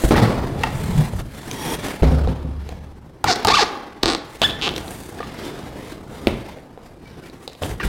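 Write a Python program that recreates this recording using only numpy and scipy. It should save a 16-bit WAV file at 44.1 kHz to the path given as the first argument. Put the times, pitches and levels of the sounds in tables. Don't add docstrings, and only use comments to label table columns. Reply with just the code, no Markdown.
import sys
import numpy as np
from scipy import signal
from scipy.fft import rfft, irfft
from scipy.io import wavfile
from scipy.ndimage import uniform_filter1d

SR = 44100
rng = np.random.default_rng(int(sys.argv[2]) if len(sys.argv) > 2 else 0)


def voltage_ratio(decibels):
    exponent = np.asarray(decibels, float) / 20
    return 10 ** exponent


def log_audio(samples):
    frames = np.atleast_2d(samples).T
    limited = np.clip(frames, -1, 1)
    pcm = np.round(limited * 32767).astype(np.int16)
    wavfile.write(sys.argv[1], SR, pcm)


N = 347488

# f/Hz, t60/s
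ROOM_DECAY = [(100, 0.77), (300, 0.39), (800, 1), (2000, 0.66), (5000, 0.41), (12000, 0.28)]
# t/s, level/dB
NEAR_ECHOES = [(.0011, -20), (.0026, -16), (.0042, -17), (.009, -20), (.016, -22)]

# f/Hz, density/dB per Hz
PANEL_COLOUR = [(13, -45), (22, -5), (43, 0), (76, -0.5), (149, -0.5), (189, -6), (230, -10), (300, -46),
                (510, -120)]
CARD_COLOUR = [(120, -38), (195, -9), (270, -1), (440, -4), (600, -9), (860, -10), (1250, -17), (1600, -27),
               (2400, -70)]
SKIN_COLOUR = [(900, -32), (1350, -9), (1700, -4), (2100, -4), (2600, -8), (3400, -8), (5200, -13),
               (6100, -20), (7800, -46)]
FOAM_COLOUR = [(4400, -36), (6000, -8), (7000, -3), (9000, -3), (11000, -6), (14500, -10), (16200, -14),
               (17000, -60)]
# t/s, pressure/dB
HANDLING = [(0, -39), (.6, -36), (.93, -42), (1.3, -50), (1.46, -39), (2.0, -38), (2.5, -47), (3.6, -49),
            (4.4, -46), (4.8, -36), (5.14, -40), (5.6, -36), (5.99, -41), (6.37, -35), (6.62, -44),
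            (6.97, -47), (7.3, -44), (7.6, -49)]
# t/s, panel level/dB, card re panel/dB, 20 dB fall/s
JOLTS = [(.043, -17, -10, .13), (.111, -15, 0, .2), (.165, -15.5, 1, .62), (2.03, -19, -2, .55),
         (2.28, -25, -7, .55), (3.246, -25, -7, .17), (3.45, -27, -11, .25), (4.034, -28, -12, .2),
         (4.418, -28, -9, .3), (6.276, -22, 0, .17), (7.621, -23, 0, .2), (7.737, -30, -9, .1)]
# peak t/s, 20 dB rise/s, 20 dB fall/s, panel level/dB
SWAYS = [
    (.888, .7, .5, -23),
    (1.013, .3, .22, -19),
    (1.202, .3, .15, -24),
    (1.7, .6, .5, -35),
    (2.75, .9, .9, -37),
    (7.877, .08, .1, -18),
]
# peak t/s, 20 dB rise/s, 20 dB fall/s, rasp level/dB, fizz re rasp/dB
BOX_RUBS = [(.1, .9, .03, -35, -1), (.16, .06, .2, -29, -20), (.649, .1, .13, -33, -15),
            (.85, .6, .15, -40, -3), (1.045, .3, .08, -35, -5), (1.202, .2, .03, -40, -4),
            (1.165, .02, .03, -56, 12), (1.336, .01, .4, -53, -3), (1.462, .2, .2, -41, -5),
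            (1.752, .45, .03, -32, -4), (1.886, .2, .18, -32, -7), (2.7, .3, .35, -48, -12)]
# peak t/s, 20 dB rise/s, 20 dB fall/s, rasp level/dB, fizz re rasp/dB
BLOCK_RUBS = [(4.355, .3, .2, -45, -5), (4.769, .1, .13, -40, -5), (4.435, .02, .14, -33, -6),
              (4.92, .16, .4, -43, 1), (5.09, .5, .05, -48, 1), (5.213, .14, .6, -43, -14),
              (5.468, .3, .3, -36, -11), (5.92, .4, .08, -42, -8), (6.161, .15, .4, -46, -6),
              (6.5, .3, .12, -45, -11), (6.86, .1, .1, -52, -9), (7.074, .08, .4, -50, -12),
              (7.268, .12, .25, -49, -8), (7.443, .15, .12, -52, -3), (7.525, .06, .04, -47, -12),
              (7.625, .006, .17, -34, -4), (7.71, .15, .025, -39, -4), (7.802, .006, .3, -34, -19),
              (7.835, .006, .9, -41, -1.5)]
# start t/s, length/s, card level/dB, 20 dB fall/s
DRAGS = [
    (3.246, .12, -30, .45),
    (3.45, .215, -33.5, .7),
    (4.034, .115, -35, .28),
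    (4.418, .3, -38, .25),
]

# t/s, level/dB, f/Hz, t60/s
THUMPS = [(0.039, -6.5, 48.4, 0.18), (0.107, -9.5, 232, 0.19), (0.179, -7, 120, 0.17),
          (0.219, -5.5, 115, 0.2), (0.741, -21, 133, 0.2), (0.91, -24, 155, 0.2), (0.972, -15, 48, 0.2),
          (0.982, -4, 147.7, 0.22), (1.149, -17, 86.1, 0.2), (2.02, -3, 59.2, 0.31), (2.275, -9, 64.6, 0.2),
          (2.579, -22, 72.7, 0.2), (3.241, -20, 102.5, 0.2), (6.269, -14.5, 205, 0.15),
          (7.617, -19.5, 88.5, 0.22), (7.643, -24, 102, 0.2), (7.719, -23, 45.8, 0.2),
          (7.849, -10, 51.1, 0.17)]
# t/s, level/dB
PEEPS = [
    (7.052, -41),
    (7.232, -42),
]
# f/Hz, level/dB, t60/s
BOX_MODES = [(71, 0, 1.5), (156.5, 2, 0.36), (257, -3, 0.46), (390, -22, 0.46), (520, -6.5, 0.19)]
# t/s, level/dB
DROPS = [
    (0.111, -24),
    (2.03, -14),
    (2.113, -16),
    (2.275, -23),
    (2.44, -26),
]

# t/s, tick level/dB, body knock re tick/dB, knock f/Hz
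CARD_TAPS = [(.0369, -22.5, 15.5, 331), (.1074, -15, 12, 331), (.1094, -14, 0, 886), (.14, -19, 2, 1110),
             (.146, -21, 2, 1500), (.155, -19, 2, 1900), (.1615, -18, 2, 856), (.171, -17, 0, 1400),
             (.177, -17, 0, 2000), (.634, -4, -9, 1900), (.636, -9, -6, 1050), (.638, -14, 5, 880),
             (.6694, -22.5, 4.5, 804), (1.1343, -34, 11, 560), (1.2044, -28, 0, 620), (2.0234, -21, 7, 336),
             (2.7224, -31, 2, 635), (5.1905, -29, 0, 1700), (5.2285, -24, 0, 1200), (6.27, -1.5, -.5, 366),
             (6.5849, -34, -3, 544), (6.7745, -38, 11, 487), (7.056, -37, -3, 412), (7.237, -34.5, -3, 490),
             (7.7985, -27, 5, 1900), (7.8015, -26, 5, 1150), (7.8085, -32, 7, 1800), (7.811, -33, 7, 1500),
             (7.814, -32, 7, 1650), (7.8352, -26, 5, 1500), (7.84, -31, 7, 1400)]
FOAM_TAPS = [(1.4304, -31, 0, 961), (1.512, -10, -17, 301), (4.4164, 0, -8, 624), (5.2195, -30, -9, 700),
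             (4.7383, -21, -1, 345), (4.779, -10, -11, 318), (5.2025, -32, 14, 480), (5.2045, -28, 6, 1200),
             (7.55, -30, -7, 503), (7.6335, -16, -2.5, 474), (7.8303, -24, 3, 1600)]
EDGE_TAPS = [(2.031, -24, 20, 400), (2.1844, -27, 1, 382), (2.2734, -26.5, 13, 503),
             (2.6895, -19.5, -6, 484), (3.241, -5, -2.5, 934), (3.3579, -13, -20, 724),
             (3.2445, -20, 12, 850), (3.4474, 0, -9, 880), (3.4505, -10, 2, 830), (3.4702, -3, -8, 821),
             (4.7635, -14, -12, 455), (4.7614, -12, -13, 455), (4.8792, -22.5, -6, 304),
             (7.2973, -29.5, -2, 339), (7.4765, -16, -7.5, 525), (7.4974, -29, -6, 428),
             (7.5313, -28, -12, 463)]
TAPE_TICKS = [(1.127, -38, -15, 500), (1.135, -35, -15, 500), (1.381, -38, -15, 500), (1.397, -42, -9, 600),
              (1.458, -32, -15, 600), (1.474, -38, -9, 600)]

# f/Hz, width/Hz, level/dB
FLAP_MODES = [(900, 70, 0), (1910, 130, -9), (3270, 100, -5), (5700, 150, -10), (9420, 300, -14),
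              (12000, 470, -19)]
# t/s, level/dB
FLAP_SLIDE = [
    (1.45, -55),
    (1.6, -36),
    (1.752, -30),
    (1.765, -70),
]

# f/Hz, width/Hz, level/dB
FOAM_DULL = [(290, 110, 3), (430, 110, 4), (715, 90, 2), (830, 120, 3), (1160, 140, 2), (1450, 200, -3),
             (1760, 200, -3), (2250, 500, -9)]
# f/Hz, width/Hz, level/dB
FOAM_BRIGHT = [(3000, 200, -8), (3500, 150, -13), (4450, 200, -13), (6500, 600, -21), (4950, 150, -15),
               (7400, 500, -22), (11100, 5000, -27)]
# t/s, slip level/dB, dull share/dB, thin edge/dB
STUTTER = [(4.0297, -20, -9, -6), (4.0328, -2, -9, -6), (4.0405, -22, 0, -9), (4.0435, -26, 8, -12),
           (4.0578, -5, -7, -2), (4.0667, -14, -5, -9), (4.0725, -19, -2, -4), (4.079, -12, -5, -3),
           (4.082, -15, -4, -4), (4.0848, -12, -5, -4), (4.0875, -18, -3, -9), (4.0902, -12, -5, -8),
           (4.094, -22, 2, -1), (4.1, -10, -5, -4), (4.1035, -16, -3, -3), (4.1075, -20, -2, 3),
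           (4.111, -18, -3, -6), (4.115, -18, -3, 0), (4.1215, -15, -4, -3), (4.128, -19, -4, 1),
           (4.1342, -15, -4, 0), (4.149, -10, -5, -5)]
# f/Hz, width/Hz, level/dB
STUTTER_CONTACT = [(4000, 2300, 1)]
# f/Hz, width/Hz, level/dB
STUTTER_BLOCK = [(290, 90, 14), (520, 200, 10), (930, 120, 0)]
# f/Hz, width/Hz, level/dB
THIN_EDGE = [(8250, 600, 3), (10800, 1200, -11)]
# t/s, slip level/dB, dull share/dB
CATCHES = [(3.3127, -13, -4), (3.3149, -10, -6), (3.3181, -16, -2), (3.321, -13, -4), (3.3256, -11, -3),
           (3.3294, -11, -6), (3.335, -14, -2), (3.6331, -11, -6), (4.6144, -15, -14), (4.6909, -11, -12)]
# f/Hz, width/Hz, level/dB
CATCH_CONTACT = [(4700, 2400, 1), (3300, 1500, 3)]
# t/s, slip rate f/Hz, level/dB, dull share/dB
SQUEAKS = [
    [(3.262, 1100, -36, 8), (3.276, 950, -21, 3), (3.287, 761, -17, 0), (3.3, 730, -15, -1),
     (3.3115, 715, -16, 1)],
    [(3.475, 400, -26, 6), (3.483, 420, -15, 0), (3.491, 600, -14, -3), (3.497, 720, -22, 0),
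     (3.5, 810, -17, 7), (3.508, 940, -14, -3), (3.518, 1130, -15, 0), (3.525, 1150, -21, 5),
     (3.528, 1150, -30, 2)],
    [(3.531, 1150, -25, 2), (3.539, 1165, -13, 0), (3.546, 1190, -14, 1), (3.553, 1500, -12, -6),
     (3.561, 1400, -15, -3), (3.566, 1250, -20, -2), (3.57, 1140, -16, 5), (3.579, 1006, -14, -4),
     (3.586, 930, -15, -2)],
    [(3.586, 920, -15, 0), (3.591, 880, -15, 3), (3.603, 690, -17, -4), (3.609, 579, -13, -1),
     (3.616, 465, -13, -7), (3.622, 430, -15, 2), (3.63, 370, -17, 3)],
    [(4.4222, 480, -19, 0), (4.434, 948, -14, -7), (4.437, 1500, -12, -5), (4.443, 1700, -12.5, -5),
     (4.457, 1750, -14, -4), (4.467, 1560, -27, 2)],
    [(4.484, 420, -46, -10), (4.497, 380, -25, -10), (4.51, 330, -24, -14)],
    [(4.622, 200, -21, -10), (4.645, 264.5, -21.5, -9), (4.658, 276, -21.5, -7), (4.664, 228, -22, -4),
     (4.6795, 150, -21, 0)],
    [(4.47, 1700, -36, 2), (4.485, 1780, -30, 2), (4.5, 1750, -40, 0), (4.545, 1750, -38, 0),
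     (4.565, 1760, -36, 2), (4.6, 1750, -42, -4)],
]
UNEVEN = [.07, .09, .06, .08, .015, .12, .015, .04]
# f/Hz, width/Hz, level/dB
CONTACT = [(4400, 3000, -5), (4000, 2200, -3), (3700, 2600, -3), (4100, 2500, -3), (3450, 1300, 2),
           (3450, 1400, 1), (3200, 2100, 1), (3500, 900, -7)]


def evened(x):
    return x / np.sqrt(np.mean(x ** 2) + 1e-20)


def smoothed(x, size):
    return uniform_filter1d(uniform_filter1d(x, size), size)


def read(points, hz):
    f, value = np.transpose(points)
    return np.interp(np.log(hz + 1), np.log(f + 1), value)


def add(mix, s, sound):
    part = mix[round(s * SR):][:len(sound)]
    part += sound[:len(part)]


def ring(hz, t60, rise):
    t = np.arange(int(SR * min(t60, 1.2)) + 64) / SR
    envelope = voltage_ratio(-60 * t / t60) * (1 - np.exp(-t / rise))
    return envelope * np.sin(2 * np.pi * hz * t)


def resonances(x, peaks):
    out = np.zeros(len(x))
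    for k, (hz, width, db) in enumerate(peaks):
        mode = signal.lfilter(*signal.iirpeak(hz, hz / width, SR), x)
        out += (-1) ** k * voltage_ratio(db) * mode
    return out


def kicks(s, db):
    at = np.round((s - s[0]) * SR).astype(int)
    out = np.zeros(at[-1] + 3000)
    out[at] = voltage_ratio(db)
    return out


def shop(x):
    sparse = np.zeros(SR)
    at = np.arange(200, SR - 20, 20)
    sparse[at + rng.integers(0, 20, len(at))] = rng.choice([-1., 1.], len(at))
    hz, t, z = signal.stft(sparse, SR, nperseg=256)
    decay = voltage_ratio(-60 * t / read(ROOM_DECAY, hz)[:, None])
    tail = signal.istft(z * decay, SR, nperseg=256)[1]
    tail = voltage_ratio(-12) * tail / np.linalg.norm(tail)
    for s, db in NEAR_ECHOES:
        add(tail, s, voltage_ratio([db]))
    return signal.oaconvolve(x, tail)[:N]


def tent(t, peak, rise, fall, db, hold=0.):
    away = np.maximum((peak - t) / rise, (t - peak - hold) / fall)
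    return voltage_ratio(2 * db - 40 * np.maximum(away, 0))


def motion(t):
    handling_mix, jolt_mix = np.array((-.5, .5, -14, -23)), (-12, -24)
    sway_mix, drag_mix = (-14, -28, -36), (-4, -21)
    jolt_rise_s = .007
    fall_share = np.array([1, .75, .58, .55])[:, None]

    power = voltage_ratio(2 * (np.interp(t, *np.transpose(HANDLING)) + handling_mix[:, None]))
    for s, db, card_db, fall in JOLTS:
        feed = voltage_ratio(2 * np.r_[0, card_db + np.r_[0, jolt_mix]])[:, None]
        power += feed * tent(t, s, jolt_rise_s, fall * fall_share, db)
    for row in SWAYS:
        power += np.outer(voltage_ratio(2 * np.r_[0, sway_mix]), tent(t, *row))
    for rubs, card_db in ((BOX_RUBS, 5), (BLOCK_RUBS, 2)):
        for *row, fizz_db in rubs:
            power[1:] += np.outer(voltage_ratio(2 * np.r_[card_db, 0, fizz_db]), tent(t, *row))
    for s, hold, db, fall in DRAGS:
        feed = voltage_ratio(2 * np.r_[0, drag_mix])[:, None]
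        power[1:] += feed * tent(t, s, jolt_rise_s, fall * fall_share[1:], db, hold)
    return 10 * np.log10(power)


def patchy(x):
    z = signal.stft(x, nperseg=1024, axis=-1)[2]
    patches = rng.standard_normal(z.shape[:0:-1])
    patches = uniform_filter1d(patches, size=10, axis=0)
    patches = evened(uniform_filter1d(patches, size=4, axis=1)).T
    return signal.istft(z * voltage_ratio(1.8 * patches), nperseg=1024)[1][:, :x.shape[1]]


def rubbing():
    length = 360000
    t = np.arange(length) / SR
    s = np.arange(0, 8, .002)
    hz = np.fft.rfftfreq(length, 1 / SR)
    strength = voltage_ratio(3.5 * np.minimum(rng.exponential(1, length), 5))
    struck = rng.random(length) < 2500 / SR
    snags = strength * struck * rng.standard_normal(length)
    grains = np.array([evened(snags), rng.standard_normal(length)])
    snags, hiss = rfft(patchy(grains), axis=1)
    flutter = evened(smoothed(rng.standard_normal(length), 500))

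    colours = (PANEL_COLOUR, CARD_COLOUR, SKIN_COLOUR, FOAM_COLOUR)
    snag_shares, flutters_db = (0.091, 0.41, 0.39, 0.49), (1.1, 1.8, 1.8, 2.2)
    out = np.zeros(length)
    for level_db, colour, snag_share, flutter_db in zip(motion(s), colours, snag_shares, flutters_db):
        spectrum = (hiss + snag_share * snags) * voltage_ratio(read(colour, hz))
        layer = evened(irfft(spectrum, length))
        out += layer * voltage_ratio(np.interp(t, s, level_db) + flutter_db * flutter - 1.1)
    return out[:N]


def thumps():
    out = np.zeros(N)
    for s, db, hz, t60 in THUMPS:
        add(out, s, voltage_ratio(db) * ring(hz, t60, 0.0028))
    for s, db in PEEPS:
        add(out, s, voltage_ratio(db) * ring(2300, .2, .008))
    for s, drop_db in DROPS:
        for hz, db, t60 in BOX_MODES:
            add(out, s, voltage_ratio(drop_db + db) * ring(hz, t60, 0.0034))
    return out


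def taps():
    out = np.zeros(N)
    materials = ((CARD_TAPS, 2150), (FOAM_TAPS, 3250), (EDGE_TAPS, 3900), (TAPE_TICKS, 8800))
    rows = [(*row, tick_hz) for table, tick_hz in materials for row in table]
    lag_s, snap_db = .0011, -23
    cracks = rng.standard_normal((len(rows), 400))
    fade = np.exp(-np.arange(400) / (.0007 * SR))
    for (s, db, knock_db, knock_hz, tick_hz), crack in zip(rows, cracks):
        s = s + lag_s
        wide = signal.lfilter(*signal.iirpeak(tick_hz, 1.3, SR), crack * fade)
        wide = signal.lfilter(*signal.iirpeak(tick_hz, .6, SR), wide)
        add(out, s, voltage_ratio(db - 3) * wide / abs(wide).max())
        add(out, s, voltage_ratio(db + snap_db) * np.diff(crack * fade ** 2))
        add(out, s, voltage_ratio(db - 4) * ring(tick_hz, .006, .0001))
        add(out, s, voltage_ratio(db + knock_db + 2.5) * ring(knock_hz, .022, .0002))
        add(out, s, voltage_ratio(db + knock_db - 4.5) * ring(knock_hz * 1.468, .025, 0.00047))
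    return out


def flap():
    s, db = np.transpose(FLAP_SLIDE)
    t = np.arange(s[0], s[-1], 1 / SR)
    hiss = rng.standard_normal(SR)[:len(t)]
    return s[0], voltage_ratio(np.interp(t, s, db)) * evened(resonances(hiss, FLAP_MODES))


def foam(slips, dull, contact):
    hz, width, db = contact
    edge = resonances(slips, [contact])
    for _ in range(2):
        edge = resonances(edge, [(hz, 1.4 * width, 0)])
    return voltage_ratio(9) * edge + voltage_ratio(6) * resonances(slips, FOAM_BRIGHT) + voltage_ratio(12) * resonances(dull, FOAM_DULL)


def stutter():
    s, db, dull_db, thin_db = np.transpose(STUTTER)
    slips = kicks(s, db + 14)
    body = resonances(slips, STUTTER_BLOCK)
    body = body + resonances(kicks(s, db + thin_db + 14), THIN_EDGE)
    return s[0], body + foam(slips, kicks(s, db + dull_db + 18.5), *STUTTER_CONTACT)


def catches(rows, contact):
    s, db, dull_db = np.transpose(rows)
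    return s[0], foam(kicks(s, db + 14), kicks(s, db + dull_db + 14), contact)


def squeak(rows, uneven, contact):
    grip_db, grip_most = 28, .08
    s, *columns = np.transpose(rows)
    t = np.arange(s[0], s[-1], 1 / SR)
    hz, level_db, dull_db = (np.interp(t, s, c) for c in columns)
    wobble, strength, grit, grip = rng.standard_normal((SR // 4, 4))[:len(t)].T
    level_db = level_db + grip_db * min(uneven, grip_most) * evened(smoothed(grip, 150)) / 2

    speed = np.maximum(1 + uneven * evened(uniform_filter1d(wobble, 60)), .2)
    turns = np.cumsum(hz * speed) / SR + .99
    at = np.flatnonzero(np.diff(np.floor(turns), prepend=0) > 0)
    late = np.clip((turns[at] % 1) / (hz[at] / SR), 0, 1)
    kick = voltage_ratio(level_db[at] + 20 * uneven * strength[at]) * np.sqrt(SR / hz[at])
    slips = np.zeros(len(t) + 1500)
    slips[at] += late * kick
    slips[at + 1] += (1 - late) * kick
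    slips[:len(t)] += 2 * uneven * voltage_ratio(level_db) * grit
    dull = slips * voltage_ratio(np.pad(dull_db, (0, 1500), "edge"))
    return s[0], foam(slips, dull, contact)


def scene():
    near = taps()
    add(near, *flap())
    add(near, *stutter())
    add(near, *catches(CATCHES[:8], CATCH_CONTACT[0]))
    add(near, *catches(CATCHES[8:], CATCH_CONTACT[1]))
    for rows, uneven, contact in zip(SQUEAKS, UNEVEN, CONTACT):
        add(near, *squeak(rows, uneven, contact))
    return (near + shop(near) + thumps() + rubbing())[None]


def top_cut(x):
    return signal.sosfilt(signal.butter(12, 16990, fs=SR, output="sos"), x)


def record(dry):
    knee = 0.97
    over = np.maximum(abs(dry) - knee, 0)
    held = np.sign(dry) * (np.minimum(abs(dry), knee) + (1 - knee) * np.tanh(over / (1 - knee)))
    held = signal.oaconvolve(held, signal.firwin(255, 16500, fs=SR)[None], "same")
    return top_cut(held)


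dry = scene()
out = record(dry)
log_audio(out)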